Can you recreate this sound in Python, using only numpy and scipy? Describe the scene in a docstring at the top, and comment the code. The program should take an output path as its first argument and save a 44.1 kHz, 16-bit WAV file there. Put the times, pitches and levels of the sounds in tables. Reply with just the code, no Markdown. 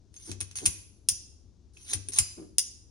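"""A low room rumble comes first; over it a revolver is worked by hand above a table, twice in a row.
The cylinder scrapes free and swings out with light ticks, is pushed home with a ringing clack,
then is turned until its stop snaps into a notch. Hands rub the gun and take up dull knocks.
Contacts are coloured noise bursts, ringing steel is decaying sines, scrapes and rubs are shaped noise;
a small room echoes the gun."""
import sys
import numpy as np
from scipy import signal
from scipy.fft import rfft, irfft
from scipy.io import wavfile
from scipy.ndimage import uniform_filter1d

SR = 44100
rng = np.random.default_rng(int(sys.argv[2]) if len(sys.argv) > 2 else 0)


def to_wav(s):
    """Save 16-bit WAV."""
    ch = np.atleast_2d(s).T  # columns
    pcm = np.round(np.clip(ch, -1, 1) * 32767)  # PCM
    wavfile.write(sys.argv[1], SR, pcm.astype(np.int16))


N = 127890

# room rumble: (frequency [Hz], relative level [dB])
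FLOOR_COLOUR = [(20, -12.5), (65, 3), (98, 0.5), (130, -11), (360, -15), (520, -27.5), (2000, -45.5),
                (6200, -35), (8000, -48), (10000, -48.5), (12000, -75)]
FLOOR_DB, FLOOR_PAN_DB = -59, [[4.5], [-2]]  # pan: left, right

# steel sliding on steel, one curve per scrape: (time [s], level [dB])
SCRAPE_CURVES = [
    [(.11, -105), (.145, -61), (.245, -54), (.275, -47), (.31, -46), (.325, -71)],
    [(.553, -55.5), (.56, -37), (.583, -40.5), (.62, -52.5), (.655, -47)],
    [(1.735, -66.5), (1.865, -50.5), (1.88, -45), (1.915, -34.5), (1.935, -67.5)],
    [(2.12, -46), (2.137, -40), (2.158, -41), (2.166, -33.5), (2.187, -36)],
]
# scrape spectrum: (frequency [Hz], relative level [dB])
SCRAPE_COLOUR = [(300, -31), (2650, -16), (5500, -10.5), (6200, -3), (8090, -18), (9490, -1), (11300, -22),
                 (12700, -58.5), (13600, -28), (16000, -40.5)]
GRAINS_PER_S = 3200
PATCH_HZ, PATCH_S, PATCH_DB = 601.4, 0.02, 4  # approximate width and life, rms depth of passing resonances

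# light contacts of latch and crane: (time [s], level [dB], ping of the small parts re level [dB])
TICKS = [(0.141, -43.5, -0.5), (0.165, -40.5, -3), (0.315, -23.5, -8.5), (.404, -28.5, 5.5),
         (0.4058, -29, 12), (0.4104, -22, 5.5), (0.512, -35, -6.5), (0.5559, -30, 1), (0.586, -26.5, 2),
         (1.7723, -42.5, -18), (1.929, -25.5, -12.5), (1.9332, -17.5, 7), (1.9367, -18, 4.5),
         (2.0861, -29, 12), (2.121, -34.5, -10.5), (2.135, -32.5, 12.5), (2.1624, -30.5, 4)]
# tick spectrum: (frequency [Hz], relative level [dB])
TICK_COLOUR = [(800, -15.5), (2100, -8.5), (4700, -5.5), (6200, 0.5), (8000, -8.5), (10500, -5),
               (12500, -40.5), (14500, -26), (16500, -44.5)]
# ping spectrum of pins and springs: (frequency [Hz], relative level [dB])
PING_COLOUR = [(7000, -38), (8700, -12.5), (9250, -2.5), (9650, 6.5), (10000, -11), (12000, -45.5)]
# dull modes of the frame: (frequency [Hz], level [dB], T60 [s])
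FRAME_MODES = [(1252, -7.5, 0.0068), (2578, 4.5, 0.025), (3212, -4.5, 0.031)]
FRAME_TICK_DB = -21  # re tick level

# the latch slips free and rings: (time [s], level [dB])
LATCH_RINGS = [(0.163, -41.5), (0.555, -35), (2.134, -32.5)]
LATCH_HZ, LATCH_T60_S = 6383, 0.054

# skin rubbing on the gun: (time [s], nominal length [s], level [dB], pitch of the cupped hand [Hz])
RUBS = [(0.265, 0.13, -44.5, 356.4), (0.409, 0.015, -41.5, 385), (0.595, 0.086, -46, 355),
        (1.888, 0.15, -52, 340), (2.082, .05, -54.5, 400), (2.358, 0.14, -44.5, 330)]
# rub spectrum: (frequency [Hz], relative level [dB])
RUB_COLOUR = [(60, -35), (160, -2), (340, -3.5), (600, -18), (2500, -38), (16000, -72.5)]
# rub balance: rows left, right; (gain [dB])
RUB_PAN_DB = [
    [1],
    [-1.5],
]
RUB_LUMP_S, RUB_LUMP_DB = 0.013, 5.5
RUB_PEAK_SHARE = 0.25  # peak time as a share of length
HOLLOW_WIDTH_HZ, HOLLOW_DB = 32, 2.5

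# dull knocks through hands and table, before balance: (time [s], knock [dB], boom [dB])
KNOCKS = [(.29, -47.5, -35.5), (0.404, -45.5, -46.5), (0.655, -35, -41), (1.1, -46.5, -55.5),
          (1.94, -39.5, -35), (2.185, -37, -44)]
# knock balance: rows left, right; (gain [dB])
KNOCK_PAN_DB = [
    [5],
    [-7.5],
]
KNOCK_HZ, KNOCK_END_HZ, KNOCK_SAG_S, KNOCK_PEAK_S = 218.9, 50.5, 0.018, 0.027
KNOCK_ROUGH = 0.35  # share of noise
BOOM_HZ, BOOM_RISE_S, BOOM_T60_S = 96.1, 0.033, 0.54

# the cylinder slams home and chatters: (time [s], level [dB])
SLAMS = [(0.6555, -16.5), (0.6596, -8.5), (.662, -17.5), (2.185, -15), (2.1867, -6.5), (2.194, -21)]
# slam spectrum: (frequency [Hz], relative level [dB])
SLAM_COLOUR = [(300, -29), (1870, -20), (2520, -10), (3770, -16), (6140, -7), (7380, -6.5), (7890, -16.5),
               (9200, 2.5), (10800, -4.5), (11800, -41.5), (15400, -22), (16500, -71)]
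# the frame clanks: (time [s], level re FRAME_MODES [dB])
CLANKS = [(.657, -33), (1.7692, -48), (2.1875, -28)]
# hardest contact of each closing: (time [s])
CLOSINGS_S = [.6595, 2.1873]
# cylinder modes: (frequency [Hz], level at first closing [dB], at second [dB], T60 [s])
CYLINDER_MODES = [(4950, -57.5, -38.5, 0.47), (5960, -30.5, -37, 0.11), (7350, -39.5, -28, 0.13),
                  (8670, -20.5, -17.5, 0.039), (8620, -42, -41, 0.24), (10100, -40, -40.5, 0.57),
                  (10640, -41.5, -45.5, 0.42), (13240, -58.5, -38, 0.099), (15030, -47, -49.5, .17)]

# the cylinder stop snaps in and bounces: (time [s], level [dB])
SNAPS = [(1.0869, -7), (1.0893, -10.5), (2.5828, -5.5), (2.592, -18)]
# snap spectrum: (frequency [Hz], relative level [dB])
SNAP_COLOUR = [(300, -34), (1400, -29.5), (2300, -21.5), (3350, -12.5), (4400, -15.5), (5000, -3.5),
               (5850, -1.5), (7800, -10.5), (9400, 5), (10500, -5.5), (12500, -33.5), (14800, -10.5),
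               (16500, -32)]
# cylinder stop and its spring: (frequency [Hz], relative level [dB], T60 [s])
STOP_MODES = [(900, -19.5, 0.012), (1956, -18.5, 0.023), (2765, -5.5, 0.026), (5070, -6.5, 0.12),
              (5276, -17, 0.19), (5750, -13, 0.22), (5895, -13.5, 0.24), (6780, -12.5, 0.32),
              (9100, -6.5, .08), (9730, -7, 0.25)]
STOP_DB = -18  # re snap level

RISE_S = 0.00043  # all cracks and rings
TICK_DECAY_S, PING_DECAY_S, SLAM_DECAY_S, SNAP_DECAY_S = 0.0013, 0.00094, 0.0027, 0.0018
WAVER_HZ, WAVER_S = 26.06, 0.0068  # rms depth and pace of the waver in a ring
LIKENESS = 0.73  # left-right correlation of noise
RIGHT_LATE_S = 0.000204

# decay of the room: (frequency [Hz], T60 [s])
ROOM_T60 = [(300, 0.5), (6000, 0.55), (10000, 0.47), (15000, 0.18)]
# tail spectrum: (frequency [Hz], relative level [dB])
ROOM_COLOUR = [(200, 9.5), (1500, 1.5), (3500, 2), (6000, 4), (9500, -4), (11000, -1), (12500, -25),
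               (16000, -5)]
ROOM_DB, EARLY_DB = -12.5, [[-3], [-4]]  # early: left, right
EARLY_DECAY_S, FIRST_ECHO_S = 0.013, 0.0016
EDGE_HZ = 16800


def amp(db):
    """Decibels to gain."""
    return 10 ** (np.asarray(db) / 20)


def unit(x):
    """Scales to rms 1."""
    return x / np.sqrt(np.mean(x ** 2) + 1e-20)


def read(points, hz):
    """Reads a table on a log-frequency axis."""
    f, value = np.transpose(points)
    return np.interp(np.log(hz + 1), np.log(f + 1), value)


def add(mix, start_s, sound):
    """Adds a sound to the mix at a time, cut at the end of the mix."""
    part = mix[:, max(round(start_s * SR), 0):][:, :sound.shape[-1]]
    part += sound[..., :part.shape[1]]


def colour(x, points, size=4096):
    """Minimum-phase filter of unit energy with the given spectrum."""
    gain_db = np.maximum(read(points, abs(np.fft.fftfreq(size, 1 / SR))), -100)
    log_gain = np.log(amp(gain_db))
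    taps = np.fft.ifft(np.exp(np.conj(signal.hilbert(log_gain)))).real[:size // 2]
    taps /= np.linalg.norm(taps)
    return signal.oaconvolve(x, taps[None], axes=1)[:, :x.shape[1]]


def pair(size):
    """Partly alike left and right noise, each drawn with a flat spectrum."""
    a, b = irfft(np.exp(2j * np.pi * rng.random((2, size // 2 + 1))), size)
    return unit(np.array([a, LIKENESS * a + np.sqrt(1 - LIKENESS ** 2) * b]))


def crack(decay_s, size=2048, count=5):
    """One steel contact: countless short-lived modes, spread evenly over all pitches."""
    t = np.arange(size) / SR
    shape = (1 - np.exp(-t / RISE_S)) * np.exp(-t / decay_s)
    burst = pair(size) * shape
    for _ in range(count):
        # flatten the spectrum, then restore the envelope
        z = rfft(burst)
        burst = irfft(z / (abs(z) + 1e-12))
        power = abs(uniform_filter1d(burst ** 2, size=48))
        burst *= shape / np.sqrt(power + 1e-12)
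    return burst


def ring(modes):
    """Lasting modes of a struck part; they waver and reach the two microphones a quarter cycle apart."""
    t = np.arange(SR // 2) / SR
    out = np.zeros((2, len(t)))
    apart = np.arange(2)[:, None] * np.pi / 2
    for hz, db, t60_s in modes:
        drift = unit(uniform_filter1d(rng.standard_normal(len(t)), max(int(WAVER_S * SR), 2)))
        turns = np.cumsum(hz + WAVER_HZ * drift) / SR + rng.random()
        out += amp(db - 60 * t / t60_s) * np.sin(2 * np.pi * turns + apart)
    return (1 - np.exp(-t / RISE_S)) * out


def room_rumble():
    """Steady noise weighted to the bass, stronger on the left."""
    noise = colour(pair(2 * N), FLOOR_COLOUR)[:, N:]  # drop the filter's onset
    return amp(FLOOR_DB) * amp(FLOOR_PAN_DB) * noise


def shifting(x, size=256):
    """As the point of contact moves, different resonances of the steel stand out for a moment."""
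    z = signal.stft(x, nperseg=size)[2]
    bins = max(round(PATCH_HZ * size / SR), 1)
    frames = max(round(PATCH_S * SR * 2 / size), 1)
    field = uniform_filter1d(rng.standard_normal(z.shape[1:]), bins, axis=0)
    field = uniform_filter1d(field, frames, axis=1)
    gain = unit(amp(PATCH_DB * np.clip(unit(field), -2, 2)))
    return signal.istft(z * gain, nperseg=size)[1][:, :N]


def scrapes():
    """Sliding steel: dense tiny slips whose colour keeps changing."""
    t = np.arange(N) / SR
    level = np.zeros(N)
    for curve in SCRAPE_CURVES:
        level += amp(np.interp(t, *np.transpose(curve), left=-np.inf, right=-np.inf))
    slips = (rng.random(N) < GRAINS_PER_S / SR) * pair(N)
    return shifting(colour(unit(slips) * level, SCRAPE_COLOUR))


def ticks():
    """Light contacts: a small clank of the frame and a bright ping of pins and springs."""
    body, ping, clank = np.zeros((3, 2, N))
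    for start_s, db, ping_db in TICKS:
        add(body, start_s, amp(db) * crack(TICK_DECAY_S))
        add(ping, start_s, amp(db + ping_db) * crack(PING_DECAY_S))
        add(clank, start_s, amp(db + FRAME_TICK_DB) * ring(FRAME_MODES))
    return colour(body, TICK_COLOUR) + colour(ping, PING_COLOUR) + clank


def latch_rings():
    """The freed latch rings in a single mode."""
    out = np.zeros((2, N))
    for start_s, db in LATCH_RINGS:
        add(out, start_s, ring([(LATCH_HZ, db, LATCH_T60_S)]))
    return out


def lumps(length_s, depth_db):
    """Uneven grip: a gain that jumps about at random."""
    wander = unit(uniform_filter1d(rng.standard_normal(N), max(int(length_s * SR), 2)))
    return amp(depth_db * np.clip(wander, -2, 2))


def rubs():
    """Fingers shift their hold in short, soft, lumpy swells that sound the hollow of the hand."""
    out = np.zeros((2, N))
    for start_s, length_s, db, hz in RUBS:
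        u = np.arange(SR // 2) / SR / (length_s * RUB_PEAK_SHARE)
        swell = (u * np.exp(1 - u)) ** 2
        friction = unit(pair(N) * lumps(RUB_LUMP_S, RUB_LUMP_DB))[:, :len(u)]
        rub = colour(friction * swell, RUB_COLOUR)
        hollow = signal.lfilter(*signal.iirpeak(hz, hz / HOLLOW_WIDTH_HZ, fs=SR), rub)
        add(out, start_s, amp(db) * (rub + amp(HOLLOW_DB) * hollow))
    return out * amp(RUB_PAN_DB)


def knocks():
    """A dull, uneven knock that sinks in pitch, and the low boom that it leaves."""
    out, t = np.zeros((2, N)), np.arange(SR) / SR
    hz = KNOCK_END_HZ + (KNOCK_HZ - KNOCK_END_HZ) * np.exp(-t / KNOCK_SAG_S)
    tone = np.sin(2 * np.pi * np.cumsum(hz) / SR)
    u = (t / KNOCK_PEAK_S) ** 2
    swell = u * np.exp(1 - u)
    boom_shape = (1 - np.exp(-t / BOOM_RISE_S)) * np.exp(-np.log(1000) * t / BOOM_T60_S)
    boom = boom_shape * np.sin(2 * np.pi * BOOM_HZ * t)
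    low_pass = signal.butter(3, KNOCK_HZ, fs=SR, output="sos")
    for start_s, knock_db, boom_db in KNOCKS:
        rumble = unit(signal.sosfilt(low_pass, pair(SR)))
        knock = swell * (tone + KNOCK_ROUGH * rumble)
        add(out, start_s, amp(knock_db) * knock + amp(boom_db) * boom)
    return out * amp(KNOCK_PAN_DB)


def slams():
    """The cylinder hits home in a quick chatter of contacts."""
    body = np.zeros((2, N))
    for start_s, db in SLAMS:
        add(body, start_s, amp(db) * crack(SLAM_DECAY_S))
    return colour(body, SLAM_COLOUR)


def frame_clanks():
    """The struck frame sounds a few quickly damped modes."""
    out = np.zeros((2, N))
    for start_s, db in CLANKS:
        add(out, start_s, amp(db) * ring(FRAME_MODES))
    return out


def cylinder_rings():
    """The cylinder rings on, its modes excited differently at each closing."""
    out = np.zeros((2, N))
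    hz, *closings_db, t60_s = np.transpose(CYLINDER_MODES)
    for start_s, db in zip(CLOSINGS_S, closings_db):
        add(out, start_s, ring(zip(hz, db, t60_s)))
    return out


def snaps():
    """The sprung stop drops into its notch: a crack plus the modes of stop and spring."""
    body, tone = np.zeros((2, 2, N))
    for start_s, db in SNAPS:
        add(body, start_s, amp(db) * crack(SNAP_DECAY_S))
        add(tone, start_s, amp(db + STOP_DB) * ring(STOP_MODES))
    return colour(body, SNAP_COLOUR) + tone


def placed(x, late_s):
    """The sound reaches the right microphone a little later."""
    delay = np.exp(-2j * np.pi * np.fft.rfftfreq(N, 1 / SR) * late_s)
    return np.array([x[0], irfft(rfft(x[1]) * delay, N)])


def room(x):
    """Quick echoes from table and hands, then the tail of a small room."""
    t = np.arange(SR) / SR
    hz, when_s, z = signal.stft(rng.standard_normal((2, SR)), SR, nperseg=256)
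    decay = np.exp(-np.log(1000) * when_s / read(ROOM_T60, hz)[:, None])
    z = z * decay * amp(read(ROOM_COLOUR, hz))[:, None]
    tail = signal.istft(z, SR, nperseg=256)[1][:, :SR] * np.clip(t / FIRST_ECHO_S - 1, 0, 1)
    sparse = rng.standard_normal((2, SR)) * (rng.random((2, SR)) < 0.1)
    early = sparse * (t > FIRST_ECHO_S) * np.exp(-t / EARLY_DECAY_S)
    echoes = np.zeros((2, SR))
    for db, response in [(ROOM_DB, tail), (EARLY_DB, early)]:
        echoes += amp(db) * response / np.linalg.norm(response, axis=1, keepdims=True)
    return signal.fftconvolve(x, echoes, axes=1)[:, :N]


def scene():
    """The gun in its room, with knocks and rumble; scrapes, ticks, rubs and slams lead on the left."""
    gun = placed(scrapes() + ticks() + rubs() + slams(), RIGHT_LATE_S)
    gun += latch_rings() + frame_clanks() + cylinder_rings() + snaps()
    return room_rumble() + gun + room(gun) + knocks()


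def record(dry):
    """The recorder's band limit: a steep low-pass."""
    taps = signal.firwin(511, EDGE_HZ, window=("kaiser", 9), fs=SR)
    return signal.oaconvolve(dry, taps[None], "same")


dry = scene()
out = record(dry)
to_wav(out)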